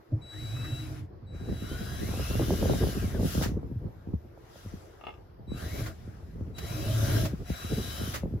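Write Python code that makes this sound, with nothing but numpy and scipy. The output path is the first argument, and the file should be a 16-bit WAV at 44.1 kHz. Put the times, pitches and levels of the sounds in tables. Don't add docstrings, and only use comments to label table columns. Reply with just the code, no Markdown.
import sys
import numpy as np
from scipy import signal
from scipy.fft import rfft, irfft, next_fast_len
from scipy.io import wavfile
from scipy.ndimage import uniform_filter1d, map_coordinates

SR = 44100
rng = np.random.default_rng(int(sys.argv[2]) if len(sys.argv) > 2 else 0)


def to_wav(sig):
    pcm = np.clip(np.atleast_2d(sig), -1, 1) * 32767
    pcm = np.round(pcm).astype(np.int16)
    wavfile.write(sys.argv[1], SR, pcm.T)


N = 370440

# (time [s], gear mesh [Hz], rolling level [dB])
MOTOR_RUNS = [
    [(.19, 1000, -79.5), (.24, 1300, -75), (.32, 1600, -64), (.4, 2110, -58.5), (.5, 2450, -56.5),
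     (.62, 2640, -57), (.82, 2720, -55.5), (.9, 2520, -58.5), (1.0, 1810, -62.5), (1.12, 1190, -110)],
    [(1.25, 402, -100), (1.35, 498.5, -68), (1.62, 1360, -55.5), (1.67, 1490, -54), (1.73, 1570, -53),
     (1.81, 1640, -52.5), (1.975, 1660, -51), (2.1, 2380, -49.5), (2.19, 2770, -48), (2.27, 2910, -46),
     (2.4, 3060, -46.5), (2.55, 3170, -46.5), (2.72, 3230, -46.5), (2.9, 3250, -46.5), (2.97, 3000, -48.5),
     (3.05, 2484, -50), (3.12, 1970, -53), (3.19, 1475, -54.5)],
    [(5.43, 788, -98), (5.52, 1200, -67.5), (5.58, 1400, -54), (5.62, 1640, -53), (5.66, 1950, -52),
     (5.72, 2190, -52), (5.8, 2350, -48), (5.88, 2290, -53), (5.94, 2240, -66.5)],
    [(6.54, 1207, -76.5), (6.575, 1453, -57.5), (6.64, 2050, -52), (6.73, 2500, -49), (6.82, 2800, -48),
     (6.98, 3250, -45), (7.06, 3400, -43), (7.18, 3510, -43), (7.25, 3440, -45.5), (7.34, 3200, -67.5)],
    [(7.44, 1835, -64.5), (7.5, 2075, -52), (7.6, 2600, -51), (7.8, 3135, -47.5), (7.9, 3354, -47.5),
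     (8.08, 3355, -46.5), (8.16, 3150, -48), (8.26, 2820, -73)],
]
GEAR_ORDERS = [1, 2, .916, 1.144, 3, 1.432, 1.532, 1.897]
# (time [s], then the level of each order [dB])
GEAR_LEVELS = [(.2, 1, -6, -12, -20, -30, -30, -30, -30), (.45, 4, -2, -12, -20, -30, -30, -30, -30),
               (.85, 3, -1, -12, -20, -30, -30, -30, -30), (1.0, -6, -6, -12, -20, -30, -30, -30, -30),
               (1.59, -22, -12, -22, -20, -30, -30, -30, -30), (1.64, -4, 8, 6, -14, -14, -30, -30, -30),
               (1.78, -4, 5, 4, -14, -9, -30, -30, -30), (1.84, 2, 5, 1, -14, -3, -30, -30, -30),
               (1.96, 2, 0, 2, -14, -4, -30, -30, -30), (2.06, -3, -20, -1, -12, -30, -30, -30, -30),
               (2.2, 4, -20, 1, -9, -30, -20, -20, -12), (2.4, 2, -20, 1, -2, -30, -14, -14, -5),
               (2.48, -5, -20, -5, 5, -30, -10, -10, -3), (2.75, -3, -20, -2, 4, -30, -3, -7, 0),
               (2.87, -4, -20, -2, 2, -30, -4, -6, 0), (2.95, -8, -20, 3, -14, -30, -14, -12, -12),
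               (3.2, -6, -20, 5, -15, -30, -30, -30, -30), (5.52, -6, 0, 4, -20, -30, -30, -30, -30),
               (5.62, 3, 5, 1, -20, -30, -30, -30, -30), (5.7, 0, 1, 3, -20, -30, -30, -30, -30),
               (5.8, -2, -4, -1, -20, -30, -30, -30, -30), (5.95, -4, -14, -4, -20, -30, -30, -30, -30),
               (6.55, -2, -4, -6, -10, -30, -30, -30, -30), (6.85, 0, 0, -2, -2, -30, -20, -20, -30),
               (6.98, 1, -14, -4, -6, -30, -10, -12, -30), (7.06, -8, -20, -12, 3, -30, -2, -5, -30),
               (7.2, -8, -20, -12, 3, -30, -4, -3, -30), (7.3, -12, -20, -14, -12, -30, -12, -8, -30),
               (7.45, -4, -13, -3, -10, -30, -30, -20, -30), (7.8, -5, -20, -6, 0, -30, -20, -2, -30),
               (7.9, -3, -20, 5, 0, -30, -20, -3, -30), (8.07, -3, -20, 7, -4, -30, -20, -6, -30),
               (8.16, -10, -20, -4, -12, -30, -20, -10, -30)]
# (centre [Hz], width [Hz], boost [dB])
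GEARBOX_RESONANCES = [(1500, 150, 6), (2100, 500, 4), (4020, 100, 7), (5150, 500, 10), (7000, 5000, -14)]
# (start [s], end [s], level at start [dB], level at end [dB])
WHISTLE_SPANS = [(0.223, .3, -56, -50.5), (.3, 0.803, -49.5, -48), (1.274, 1.678, -65.5, -55),
                 (1.676, 2.147, -56.5, -58.5), (2.15, 2.9, -60.5, -63), (2.4, 2.44, -53, -56),
                 (2.68, 2.737, -52, -55), (5.481, 5.531, -61.5, -52.5), (5.53, 5.815, -64, -57.5),
                 (6.551, 6.974, -55, -55.5), (7.459, 7.539, -63, -53), (7.546, 8.035, -52, -51.5)]
SWITCH_HZ = 3917.5
WHISTLE_RISE_S, WHISTLE_FALL_S = .01, .09
USUAL_DB = -50
WHINE_DB, WHINE_GROWS = -55.5, .75
SWEEP_KHZ_S = 3


def motor():
    mesh_hz = uniform_filter1d(curves(np.vstack(MOTOR_RUNS))[0], size=SR // 28)
    sweep_hz_s = np.abs(np.gradient(mesh_hz)) * SR
    shake_hz = 13 + .007 * sweep_hz_s
    mesh_phase = 2 * np.pi * np.cumsum(mesh_hz + shake_hz * wobble(160)) / SR

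    gears = 0
    for order, level_db in zip(GEAR_ORDERS, curves(GEAR_LEVELS)):
        tone_db = level_db + 3 * wobble(35) + 2.5 * wobble(12)
        for centre, width, boost_db in GEARBOX_RESONANCES:
            slow = 1 + (boost_db > 0) * sweep_hz_s / 1000 / SWEEP_KHZ_S
            tone_db = tone_db + boost_db * bump(order * mesh_hz, centre, width) / slow
        gears = gears + amp(tone_db) * np.sin(order * mesh_phase)
    gears = gears * amp(WHINE_DB + WHINE_GROWS * (rolling() - USUAL_DB)) * during(MOTOR_RUNS)

    switch_phase = 2 * np.pi * SWITCH_HZ * np.arange(N) / SR + 0.12 * wobble(24)
    spans = [held(*row, WHISTLE_RISE_S, WHISTLE_FALL_S) for row in WHISTLE_SPANS]
    whistle = np.max(spans, axis=0) * amp(3 + .7 * wobble(30))
    octave = amp(-15.5) * np.sin(2 * switch_phase + [[.9], [-.9]])
    third = amp(-34) * np.sin(3 * switch_phase)
    near_left = amp([[2.1], [-2.1]])
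    return (gears + whistle * np.sin(switch_phase)) * near_left + whistle * (octave + third)


# (centre [Hz], width [Hz], level [dB])
SHELL_PANELS = [(1396, 65, -5.5), (1610, 55, -2)]
SING_DB, SING_GROWS = -69.5, 3


def panels():
    shaken = amp(1.7 * wobble(15)) * rng.standard_normal((2, N))
    ring = unit(modes(shaken, SHELL_PANELS))
    shared = ring[0] * amp([[1.5], [-1.5]])
    opposed = .4 * ring[1] * [[1], [-1]]
    level = amp(SING_DB + SING_GROWS * (rolling() - USUAL_DB)) * during(MOTOR_RUNS)
    return level * (shared + opposed)


# (time [s], rolling level [dB])
COASTING = [(0, -82), (3.27, -44), (3.44, -45.5), (3.58, -77.5), (4.33, -80.5), (4.58, -60), (4.8, -65.5),
            (5.2, -78.5), (8.4, -76)]


def rolling():
    driven = [(s, db) for run in MOTOR_RUNS for s, _, db in run]
    return curves(sorted(COASTING + driven))[0]


# (frequency [Hz], relative level per Hz [dB])
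GRIND_SPECTRUM = [(410, -10.5), (700, 2.5), (870, -13), (1000, -5.5), (1310, -2.5), (1610, -8.5),
                  (1900, -7), (2600, -12), (3400, -24), (5700, -120)]
# (frequency [Hz], relative level per Hz [dB])
HISS_SPECTRUM = [(1350, -12), (2300, -7.5), (2850, 2), (3750, 1.5), (4300, -0.5), (5900, -1.5), (7000, -2),
                 (8300, -3.5), (8800, 0.5), (11400, -13.5), (19400, -120)]
# (frequency [Hz], relative level per Hz [dB])
FIZZ_SPECTRUM = [(5180, -41), (8800, -48), (9720, 8.5), (10200, 3), (14000, -2.5), (15800, -9)]
# (frequency [Hz], likeness [-1 to 1, clipped])
LIKENESS = [(700, -0.099), (1170, -0.23), (1800, 0.57), (2700, -0.031), (4200, 0.028), (6400, -0.1),
            (7900, -0.45), (8400, -1.2), (9200, -0.99), (9900, -0.51), (11500, 0.11), (13000, 1)]
# (frequency [Hz], left minus right [dB])
LEFT_LEAN = [(640, 0), (1400, 2.5), (3100, 3.5), (5500, 6.5), (8000, 3), (10000, -1)]
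# (centre [Hz], width [Hz], boost [dB])
SHELL_RESONANCES = [(1434, 25, 6), (1615, 31, 10), (5050, 300, 4), (5780, 140, 6)]
GRIND_DB, GRIND_GROWS, FIZZ_DB, FIZZ_GROWS = -0.5, -0.31, -2.5, 0.27
DRIVEN_DB = 2


def wheels():
    rolling_db = rolling()
    over_db = rolling_db - USUAL_DB
    grind_db = GRIND_DB + GRIND_GROWS * over_db + DRIVEN_DB * during(MOTOR_RUNS)
    grind = amp(grind_db) * spread(patchy(2.5), GRIND_SPECTRUM, LIKENESS)
    hiss = amp(0.5) * spread(patchy(1.67), HISS_SPECTRUM, LIKENESS)
    fizz = amp(FIZZ_DB + FIZZ_GROWS * over_db) * spread(patchy(1.5), FIZZ_SPECTRUM, LIKENESS)

    def shell_and_lean(hz):
        shell_db = sum(db * bump(hz, centre, width) for centre, width, db in SHELL_RESONANCES)
        return amp(shell_db + along(LEFT_LEAN, hz) / 2 * np.array([[1], [-1]]))

    return filtered(amp(rolling_db) * (grind + hiss + fizz), shell_and_lean)


# (time [s], level [dB], length scale [s], hollow share of the power [0-1])
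WHEEL_SKIDS = [(0.325, -46.5, 0.038, .8), (0.563, -40, 0.016, 0.84), (.59, -45.5, 0.016, .9),
               (0.641, -36, 0.021, 0.8), (0.793, -50, 0.027, .9), (3.417, -23.5, 0.049, .1),
               (6.581, -30.5, 0.018, 0), (5.79, -41, 0.025, .8), (5.857, -33, 0.029, 0.38),
               (7.06, -35.5, 0.2, 0.14), (7.25, -28.5, 0.02, 0.05), (8.136, -25, 0.041, 0.26)]
# (centre [Hz], width [Hz], level [dB])
FRAME_MODES = [(1235, 190, 0.5), (1585, 170, 1.5), (1970, 270, 0)]


def skids():
    shape, t = np.zeros((2, N + SR)), np.arange(SR // 2) / SR
    for s, db, length, hollow in WHEEL_SKIDS:
        share = np.sqrt(np.clip([[1 - hollow], [hollow]], 0, 1))
        swell = t / length * np.exp(-3 * t / length)
        shape[:, round(s * SR):][:, :len(t)] += share * amp(db + 10.0) * swell
    # (frequency [Hz], relative level per Hz [dB])
    broad_spectrum = [(500, 3), (1100, -1.5), (1900, -4.5), (3300, -6), (7000, -9), (12000, -16)]
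    ring_spectrum = [(700, -10), (1100, 1), (2300, -1), (4500, -12)]
    broad = spread(rng.standard_normal((2, N)), broad_spectrum, LIKENESS)
    ring = spread(modes(rng.standard_normal((2, N)), FRAME_MODES), ring_spectrum, LIKENESS)
    return shape[0, :N] * broad + shape[1, :N] * ring


# (start [s], end [s], low modes at start [dB], at end [dB], upper modes re low [dB])
DRUM_SPANS = [(0.384, 0.75, -41, -31, -27.5), (.72, 1.046, -35, -37.5, -40), (5.665, 5.906, -46, -40, -11),
              (6.78, 7.262, -32.5, -26, -14.5)]
# (time [s], level [dB])
KNOCKS = [(0.121, -14.5), (0.156, -32)]
# (centre [Hz], width [Hz], level [dB])
LOW_MODES = [(76.5, 14.5, -8), (97, 22.5, 1), (110.7, 16.8, 5), (140.6, 7.6, -4), (234.7, 14, -15.5),
             (311.2, 9.2, -8.5), (367, 15, -22)]
# (centre [Hz], width [Hz], level [dB])
HIGH_MODES = [(560, 17, 2.5), (642, 16, 5), (679, 44, -7.5)]
DRUM_RISE_S, DRUM_FALL_S = 0.15, 0.05


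def drumming():
    bumps = amp(0.6 * wobble(30)) * rng.standard_normal((2, 2, N))
    low = spread(modes(bumps[0], LOW_MODES), [(100, 0)], [(100, 0.93), (400, 0.71)])
    high = spread(modes(bumps[1], HIGH_MODES), [(600, 0)], [(600, 0.46)])
    low_gains = np.array([held(*row[:4], DRUM_RISE_S, DRUM_FALL_S) for row in DRUM_SPANS])
    high_gains = low_gains * amp(DRUM_SPANS)[:, 4:]
    drum = low_gains.max(axis=0) * low + high_gains.max(axis=0) * high
    blow = np.zeros(N)
    for s, db in KNOCKS:
        blow[round(s * SR):][:90] = amp(db + 16.0) * np.hanning(90)
    return drum + modes(blow, LOW_MODES) + amp(-20.5) * modes(blow, HIGH_MODES)


# (time [s], buffet level [dB])
RUMBLE_LEVEL = [(0, -56), (.06, -85), (.12, -38.5), (.3, -57), (.39, -42.5), (.77, -45.5), (1.27, -50),
                (1.4, -43), (2.05, -35), (2.3, -35.5), (2.7, -32), (3.4, -39), (3.78, -46), (3.97, -45.5),
                (4.14, -55), (4.22, -53.5), (4.95, -56.5), (5.4, -53), (5.78, -35), (5.97, -46.5),
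                (6.1, -44.5), (6.6, -41.5), (7.18, -32), (7.33, -48), (7.6, -49.5), (7.8, -39.5),
                (8.4, -45.5)]
# (frequency [Hz], relative level per Hz [dB])
BUFFET_SPECTRUM = [(13, -55), (22, -29), (37, -6.5), (49, 2), (81, 3.5), (119, -1.5), (260, -14.5),
                   (340, -21), (570, -120)]
# (frequency [Hz], relative level per Hz [dB])
FLUTTER_SPECTRUM = [(65, -36), (110, 2.5), (162, -10), (408, -3), (529, -12.5), (1020, -31.5), (1200, -28),
                    (1560, -59), (2640, -120)]
# (time [s], level [dB], snap re level [dB], thump re level [dB])
SINGLE_POPS = [(1.223, -41, -29, 10), (1.291, -39, -29, -1), (1.322, -37, -29, -4), (1.346, -30, -29, -2),
               (1.409, -30.5, -23, -10), (1.428, -40, -25, -2), (1.462, -42, -15, -10),
               (1.487, -18.5, -30, -22), (1.524, -21.5, -7, -7), (1.62, -24.5, -23, -9),
               (1.713, -23, -16, -12), (1.806, -25.5, -13, -10), (1.926, -33, -20, -11),
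               (1.98, -40, -22, 2), (2.03, -22.5, -21, -15), (2.087, -22.5, -11, -9),
               (2.138, -26.5, -1, -9), (2.195, -25.5, 3, -12), (2.309, -23.5, -2, -12),
               (2.352, -19, -5.5, -1), (2.395, -21, 4, -14), (2.421, -38, 13.5, -10), (2.48, -21, -10, -12),
               (2.505, -17.5, 1, -16), (2.537, -24, 1, -10), (2.627, -16.5, -2.5, -5),
               (2.655, -16.5, 0.5, 1), (2.696, -14, -0.5, -6), (2.735, -22.5, 4, -8),
               (2.754, -25.5, 1, -12), (2.81, -29, -5, -16), (2.837, -15.5, -3, -6), (2.869, -20, -0.5, -7),
               (2.968, -19.5, -10, -15), (3.042, -19.5, -22, 1), (3.146, -21, -4, -12),
               (3.196, -18, -9, -5), (3.229, -16.5, -7, -10), (3.244, -17, -7, -3), (3.35, -19, -5.5, -6),
               (3.376, -15.5, -9, -9), (3.412, -18, -2.5, -16), (3.458, -17.5, -10, -12),
               (3.515, -20, -17, -3), (3.569, -21.5, -26, -12), (3.629, -30.5, -1, -11),
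               (3.64, -30, -20, -10), (3.665, -32, -25, -8), (3.713, -22, -28, -10),
               (3.757, -34.5, -26, 15.5), (3.841, -28.5, -12, -15), (3.856, -27, -25, 1),
               (3.868, -35, -7, -8), (4.071, -26, -22, -4), (4.087, -29, -17, -16), (4.101, -36, -28, 3),
               (4.135, -17, -17, -1), (4.246, -41, -5, -17), (4.375, -52.5, 16, -10),
               (4.557, -47, 11.5, -15), (4.658, -29.5, -18, 3.5), (4.736, -25, -21, -7),
               (5.394, -35, -15, -12), (5.476, -31, -24, -4), (5.517, -19, -12.5, -16),
               (5.544, -30, -14, -12), (5.622, -31.5, -16, -5), (5.792, -25, -14, -14),
               (6.075, -30.5, -23, -8), (6.357, -30.5, -11, -7), (6.408, -24, -13, 0),
               (6.477, -34, -26, -13), (7.233, -20, -12, -16), (7.332, -18, -24, -19),
               (7.406, -24.5, -20, -20), (7.5, -17, -8.5, -4), (7.644, -26, -28, 1.5),
               (7.72, -15, -29, -16), (7.776, -21.5, -23, -14), (7.81, -31, -20, -15),
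               (8.013, -22.5, -24, -6), (8.074, -24, -20, -7), (8.233, -19, -6, -21), (8.256, -22, -8, -14),
               (8.31, -28, -26, -9), (8.337, -24.5, -16, -2.5)]
BREEZE_DB = -40
FLUTTER_DB, FLUTTER_GROWS = -3, 0.69
GUST_DB, GUST_S = -19.5, 0.024


def wind():
    rumble_db, = curves(RUMBLE_LEVEL)
    s, db, snap_db, thump_db = np.transpose(SINGLE_POPS)
    around = np.arange(-SR // 10, SR // 10 + 1) / SR
    swell = np.exp(-(around / GUST_S - .5) ** 2)
    impulses = np.bincount((s * SR).astype(int), amp(db + GUST_DB), N)
    gusts = np.abs(signal.fftconvolve(impulses, swell, "same"))
    buffet_db = 20 * np.log10(amp(rumble_db) + gusts)
    flutter_db = buffet_db + FLUTTER_DB + FLUTTER_GROWS * (buffet_db - BREEZE_DB)

    lumps = np.array([wobble(28), wobble(34)]) + 0.44 * wobble(28)
    noise = rng.standard_normal((2, 2, N))
    buffet = amp(buffet_db) * spread(amp(1.6 * lumps) * noise[0], BUFFET_SPECTRUM, [(60, 0.81)])
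    flutter_alike = [(150, 0.97), (400, 0.76), (800, 0.15)]
    flutter = amp(flutter_db - 7.5) * spread(amp(5.6 * lumps) * noise[1], FLUTTER_SPECTRUM, flutter_alike)

    when, size, snap = rng.uniform(0, 1, (300, 3)).T
    at = (when * (N - 1)).astype(int)
    small_db = flutter_db[at] + 8.5 - 3.9 * np.log(1.02 - size)
    small_thump_db = (buffet_db - flutter_db)[at] - 3.0
    small = np.transpose([at / SR, small_db, -5.5 - 12 * snap, small_thump_db])
    single = np.transpose([s, db + 9.5, snap_db, thump_db])
    return buffet + flutter + eddies(small) + eddies(single)


def eddies(rows):
    out, t = np.zeros((2, N + SR)), np.arange(SR // 12) / SR
    variety = rng.uniform(-0.86, 1, (len(rows), 4))
    for (s, db, snap_db, thump_db), (size, pitch, tilt, lag) in zip(rows, variety):
        length = 0.01557 * 1.146 ** size
        body = swoop(t, 480 * 1.15 ** pitch, 120.0, length, 1.0 * tilt, 0.67 * lag)
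        snap = swoop(t, 950 * 1.2 ** pitch, 480, 0.37 * length, 1.8 * tilt, 1.2 * lag)
        thump = swoop(t, 164.0, 78 * 1.25 ** pitch, 2.0 * length, 1.3 * tilt, 0.2 * lag)
        eddy = body + amp(snap_db) * snap + amp(thump_db) * thump
        out[:, round(s * SR):][:, :len(t)] += amp(db) * eddy
    return out[:, :N]


def swoop(t, start_hz, end_hz, length, tilt_db, lag):
    port = np.array([[1], [-1]])
    fallen = 0.3253 * length * (1 - np.exp(-t / (0.31 * length)))
    phase = 2 * np.pi * (end_hz * t + (start_hz - end_hz) * fallen)
    envelope = (t / length) ** 0.97 * np.exp(-2.6 * t / length)
    return amp(tilt_db * port) * envelope * np.sin(phase + lag * port)


# (time [s], level [dB], brightness [dB per octave])
CONTACTS = [(4.997, -53, -6), (5.011, -38.5, -2), (5.038, -35.5, -1), (5.052, -41, 1), (5.068, -27.5, -2),
            (5.084, -35, -2), (5.091, -36.5, -1.5), (5.105, -41, 1.5), (5.125, -48, 0), (5.139, -47.5, 4.5),
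            (5.174, -59, 4)]
# (frequency [Hz], level [dB], decay by 60 dB [s])
STEEL_MODES = [(473, 0, 0.03), (660, 8, 0.02), (790, 8, .035), (1210, 1, 0.07), (1245, -5, .045),
               (1560, -8, 0.03), (2000, -4, 0.025), (2141, -3, 0.045), (2694, 4, 0.026), (2790, 6, 0.022),
               (3020, -6, 0.025), (3305, -7, .025), (3386, -7, .03), (4005, -8, 0.025), (4800, -17, 0.035),
               (5250, -15, 0.025)]


def latch():
    bar, t = np.zeros(N + SR), np.arange(SR // 3) / SR
    for s, db, bright_db in CONTACTS:
        ring = 0
        for hz, level, t60 in STEEL_MODES:
            mode_db = level + bright_db * np.log2(hz / 1200) + rng.normal(0, 3)
            ring = ring + amp(mode_db - 60 * t / t60) * np.sin(2 * np.pi * hz * t)
        crack = 0.82 * amp(-60 * t / 0.0069) * rng.standard_normal(len(t))
        onset = 1 - np.exp(-t / 0.00032)
        bar[round(s * SR):][:len(t)] += amp(db - 14.5) * (ring + crack) * onset
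    bar = filtered(bar[:N], lambda hz: 1 / (1 + 1j * hz / 5500) ** 2)
    tail = rng.standard_normal((2, len(t))) * amp(-60 * t / 0.11)
    echo = signal.fftconvolve(bar[None, :], tail / np.linalg.norm(tail[0]), axes=1)[:, :N]
    return bar * amp([[2.5], [-2.5]]) + amp(1.5) * echo


# (frequency [Hz], relative level per Hz [dB])
BARN_SPECTRUM = [(59, -31.5), (100, -3), (189, -24), (341, 0), (605, -7.5), (848, -10.5), (1710, -24.5),
                 (2610, -33), (5240, -34.5), (7050, -47.5), (7830, -54), (13000, -35), (15800, -79)]
# (time [s], level [dB])
BACKGROUND_TREBLE = [(0, -1), (1.05, -5), (1.3, -9), (3.6, 4), (5.4, -0.5), (6.0, 1), (6.5, 3), (8.4, 5)]
BARN_DB = -57


def barn():
    air = amp(BARN_DB) * spread(patchy(2.5), BARN_SPECTRUM, [(200, 0.68)] + LIKENESS)
    treble = filtered(air, lambda hz: hz > 8500)
    return air - treble + amp(curves(BACKGROUND_TREBLE)[0]) * treble


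def amp(db):
    return 10 ** (np.asarray(db) / 20)


def unit(x):
    return x / np.sqrt(np.mean(x ** 2) + 1e-20)


def along(points, hz):
    f, v = np.transpose(points)
    return np.interp(np.log(hz + 1), np.log(f + 1), v)


def bump(hz, centre, width):
    return 1 / (1 + (2 * (hz - centre) / width) ** 2)


def curves(rows):
    s, *cols = np.transpose(rows)
    return [np.interp(np.arange(N) / SR, s, c) for c in cols]


def during(spans):
    t, fade_s = np.arange(N) / SR, .015
    return sum(np.clip(np.minimum(t - s[0][0], s[-1][0] - t) / fade_s, 0, 1) for s in spans)


def held(start, end, first_db, last_db, rise, fall):
    t = np.arange(N) / SR
    outside = np.maximum(0, np.maximum((start - t) / rise, (t - end) / fall))
    return amp(np.interp(t, [start, end], [first_db, last_db]) - 20 * outside)


def wobble(rate):
    knots = rng.standard_normal(int(N * rate / SR) + 4)
    return map_coordinates(knots, [np.arange(N) * rate / SR])


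def filtered(x, response):
    m = next_fast_len(N + SR // 2)
    return irfft(rfft(x, m) * response(np.fft.rfftfreq(m, 1 / SR)), m)[..., :N]


def modes(x, table):
    def response(f):
        total = 0
        for k, (c, w, db) in enumerate(table):
            total = total + (-1) ** k * amp(db) * 1j * f * w / (c * c - f * f + 1j * f * w)
        return total

    return filtered(x, response)


def spread(pair, spectrum, alike):
    def colour(hz):
        turn = np.arccos(np.clip(along(alike, hz), -1, 1)) / 2
        return amp(along(spectrum, hz)) * np.array([np.cos(turn), np.sin(turn)])

    mid, side = filtered(pair, colour)
    return unit(np.array([mid + side, mid - side]))


def patchy(depth_db):
    z = signal.stft(rng.standard_normal((2, N)), nperseg=512)[2]
    field = uniform_filter1d(uniform_filter1d(rng.standard_normal(z.shape[1:]), 6, 0), 12, 1)
    return signal.istft(z * amp(depth_db * unit(field)), nperseg=512)[1][:, :N]


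def scene():
    cart = motor() + panels() + wheels() + skids() + drumming()
    return cart + wind() + latch() + barn()


TOP_HZ = 15800


def record(dry):
    return filtered(dry, lambda hz: hz < TOP_HZ)


dry = scene()
out = record(dry)
to_wav(out)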